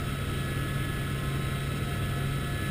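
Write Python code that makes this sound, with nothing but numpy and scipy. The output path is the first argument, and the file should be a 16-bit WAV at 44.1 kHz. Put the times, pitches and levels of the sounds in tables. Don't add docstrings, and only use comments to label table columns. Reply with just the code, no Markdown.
import sys
import numpy as np
from scipy import signal
from scipy.fft import rfft, irfft
from scipy.io import wavfile
from scipy.ndimage import uniform_filter1d

SR = 44100
rng = np.random.default_rng(int(sys.argv[2]) if len(sys.argv) > 2 else 0)


def voltage_ratio(level):
    return 10 ** (np.asarray(level, float) / 20)


def store_wav(level_fs):
    pcm = np.round(np.clip(np.atleast_2d(level_fs), -1, 1) * 32767)
    wavfile.write(sys.argv[1], SR, pcm.T.astype(np.int16))


N = 119070
HOLD_HZ = 12000
BLADES, TAIL_RATIO, SHAFT_RATIO, MESH_RATIO = 3.001, 5.302, 15.549, 100


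def read(points, at, log=False):
    x, *columns = np.transpose(points)
    if log:
        x, at = np.log(x + 1), np.log(at + 1)
    return np.array([np.interp(at, x, column) for column in columns])


def evened(x):
    return x / np.sqrt(np.mean(x ** 2))


def wander(hz, count):
    curve_hz = np.fft.rfftfreq(4096, 1 / 1000)
    spectrum = rfft(rng.standard_normal((count, 4096))) / (1 + (curve_hz / hz) ** 2)
    slow = irfft(spectrum)
    slow /= slow.std(1, keepdims=True)
    return np.array([np.interp(np.arange(N) / SR, np.arange(4096) / 1000, curve) for curve in slow])


def tones(turns, level_db):
    waver_hz, waver_db, jitter_rad = 8, .6, .08
    count = len(turns)
    phase = 2 * np.pi * (turns + rng.random((count, 1))) + jitter_rad * wander(waver_hz, count)
    level = voltage_ratio(level_db + waver_db * wander(waver_hz, count))
    return np.sqrt(2) * (level * np.cos(phase)).sum(0)


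# start_s, rotor_turns_per_s
ROTOR_SPEED = [(0, 6.437), (.5, 6.437), (.81, 6.4408), (1.08, 6.4465), (1.62, 6.4582), (2.16, 6.468),
               (2.7, 6.4787)]


def rotor_turns():
    return np.cumsum(read(ROTOR_SPEED, np.arange(N) / SR)[0]) / SR


def noise(colour_db, patch_db, flicker_db, throb_db):
    frames = N // 128 + 9
    real, imag, patches = rng.standard_normal((frames, 257, 3)).T
    patches = evened(uniform_filter1d(uniform_filter1d(patches, 8, 0), 16, 1))
    flicker = evened(uniform_filter1d(rng.standard_normal(frames), 5))
    spectra = (real + 1j * imag) * voltage_ratio(patch_db * patches + flicker_db * flicker)
    white = signal.istft(spectra, nperseg=512, noverlap=384)[1][:N]
    white *= voltage_ratio(throb_db * np.cos(2 * np.pi * BLADES * rotor_turns()))
    colour = voltage_ratio(colour_db(np.fft.rfftfreq(N, 1 / SR)))
    return evened(irfft(rfft(white) * colour, N))


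# freq_hz, density_db_per_hz
BUFFET = [(8, -30), (30, -9), (60, -7.5), (100, -1.5), (150, -5), (400, -10), (700, -21.5), (930, -32.5),
          (2000, -60.5)]


def buffeting():
    def colour_db(hz):
        return read(BUFFET, hz, log=True)[0] - 80 * (hz > HOLD_HZ / 2)
    return voltage_ratio(-36.5) * noise(colour_db, patch_db=0.0, flicker_db=0.56, throb_db=0.1)


# freq_hz, density_db_per_hz
RUSH = [(500, -13), (950, -13.5), (1300, -6.5), (3400, -5.5), (4000, -11), (5000, -15), (5700, -16),
        (6000, -30)]
# freq_hz, width_hz, lift_db
CAVITY = [(1043, 63, 4.5), (1370, 263, 9.5), (1650, 69, 2), (2105, 360, 7.5), (2650, 260, 4.5),
          (3000, 340, 4), (3215, 83, 6), (3464, 70, 5.5), (3700, 100, 3), (3870, 70, 4.5), (4230, 200, 2),
          (5110, 46, 7.5), (5330, 120, 4.5),
          (600, 60, 11), (1223, 77, -0.5), (1605, 70, -1), (2490, 68, -2), (2865, 60, -7), (3830, 67, -3.5)]


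def air_rush():
    def colour_db(hz):
        lift_db = sum(db / (1 + (2 * (hz - freq_hz) / width_hz) ** 2)
                      for freq_hz, width_hz, db in CAVITY)
        return read(RUSH, hz, log=True)[0] + lift_db - 80 * (hz > HOLD_HZ / 2)
    return voltage_ratio(-42) * noise(colour_db, patch_db=.8, flicker_db=.3, throb_db=.1)


# start_s, pitch_hz, level_db
WHISTLE = [(0, 1108, -62), (.4, 1097, -62), (.75, 1083, -58), (1.0, 1076, -59), (1.25, 1059, -52),
           (1.45, 1060, -54), (1.7, 1079, -61), (2.0, 1077, -62), (2.7, 1093, -62.5)]


def seal_whistle():
    pitch_hz, level_db = read(WHISTLE, np.arange(N) / SR)
    return tones(np.cumsum(pitch_hz)[None] / SR, level_db[None])


BLADE_ORDERS = [1, 2, 3, 4, 6, 10, 12, 14]
BLADE_DB = [-55.5, -47.5, -43.5, -48, -49, -51, -53, -59]
TAIL_ORDERS = [1, 2, 6, 10]
TAIL_DB = [-54, -46.5, -53, -61]
SHAFT_ORDERS = [1, 2, 3, 8, 12, 14, 15, 16, 34, 51]
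SHAFT_DB = [-46, -54, -59, -75, -65, -65, -54, -68, -65, -77]
MESH_ORDERS = [1, 3, 4, 5, 7, 8]
MESH_DB = [-63, -55.5, -62, -68, -74, -70]
OTHER_RATIOS = [22, 25, 121.31, 202.11, 203.65, 258.3, 261.3, 605.02]
OTHER_DB = [-55, -55, -66, -63, -54.5, -67, -62, -70]


def steady_drivetrain():
    parts = [(BLADES, BLADE_ORDERS, BLADE_DB),
             (TAIL_RATIO, TAIL_ORDERS, TAIL_DB),
             (SHAFT_RATIO, SHAFT_ORDERS, SHAFT_DB),
             (MESH_RATIO, MESH_ORDERS, MESH_DB),
             (1, OTHER_RATIOS, OTHER_DB)]
    turns = rotor_turns()
    return sum(tones(np.outer(orders, ratio * turns), np.array(level_db)[:, None])
               for ratio, orders, level_db in parts)


SWELLING_RATIOS = [17 * SHAFT_RATIO, 6 * MESH_RATIO, 108.33, 4 * TAIL_RATIO, 5 * BLADES]
# start_s, pinion_db, planet_db, pump_db, tail_drive_db, fifth_blade_order_db
PART_LEVELS = [(0, -53, -53, -53, -34.5, -41), (.25, -53.5, -55, -68, -37.5, -40),
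               (.45, -45.5, -55, -57.5, -37, -40), (.72, -45, -58.5, -59.5, -33.5, -44),
               (.95, -44.5, -57, -57, -36, -50), (1.15, -50.5, -58, -58, -35, -49),
               (1.45, -52, -51, -54, -33.5, -44), (1.8, -52.5, -52, -55, -36, -43),
               (1.98, -49, -54, -51, -36.5, -34.5), (2.2, -48.5, -53.5, -53, -32, -40),
               (2.4, -51, -53, -54.5, -33.5, -48), (2.55, -45, -51, -53, -37.5, -43),
               (2.7, -43.5, -50.5, -51, -34.5, -49)]


def swelling_parts():
    stroke_hz, peak_s, swell_db = 3.4, 1.9, 4
    t = np.arange(N) / SR
    level_db = read(PART_LEVELS, t)
    level_db[2] += swell_db * (np.cos(2 * np.pi * stroke_hz * (t - peak_s)) - .2)
    return tones(np.outer(SWELLING_RATIOS, rotor_turns()), level_db)


def sun_gear():
    level_db, swell, swing_rad = -47.5, .16, .45
    angle = 2 * np.pi * rotor_turns()
    mesh_turns = (2 * MESH_RATIO * angle + swing_rad * np.sin(angle)) / (2 * np.pi)
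    return (1 + swell * np.cos(angle)) * tones(mesh_turns[None], level_db)


def scene():
    air = buffeting() + air_rush() + seal_whistle()
    return (air + steady_drivetrain() + swelling_parts() + sun_gear())[None]


def sample_hold(dry):
    held = np.repeat(signal.resample(dry, N * HOLD_HZ // SR, axis=1), 4, axis=1)
    return signal.resample(held, N, axis=1)


# start_s, length_s
TOP_OPEN = [(0, .012), (.135, .02), (.6, .05), (1.09, .07), (1.305, .02), (1.45, .03), (1.6, .025),
            (1.775, .02), (1.97, .03), (2.14, .02), (2.435, .025), (2.69, .01)]


def band_limit(spectrum):
    edge_hz, top_hz, top_db = 15280, 15720, -11
    hz, t = np.fft.rfftfreq(N, 1 / SR), np.arange(N) / SR
    below = voltage_ratio(-60 * np.clip((hz - edge_hz) / 150 + .3, 0, 1) ** 2)
    gate = sum(1. * (t > start_s) * (t < start_s + length_s) for start_s, length_s in TOP_OPEN)
    top = uniform_filter1d(gate, 500) * irfft(spectrum * (1 - below) * (hz < top_hz), N)
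    return irfft(spectrum * below, N) + voltage_ratio(top_db) * top


def low_pass(x):
    return signal.sosfilt(signal.butter(12, 15850, fs=SR, output="sos"), x)


def record(dry):
    hiss_db, treble_db_per_khz = -66, -0.0153
    hz = np.fft.rfftfreq(N, 1 / SR)
    tilted = rfft(sample_hold(dry)) * voltage_ratio(treble_db_per_khz * hz / 1000)
    hiss = rfft(voltage_ratio(hiss_db) * rng.standard_normal(N))
    mix = band_limit(tilted + hiss)
    return low_pass(mix)


dry = scene()
out = record(dry)
store_wav(out)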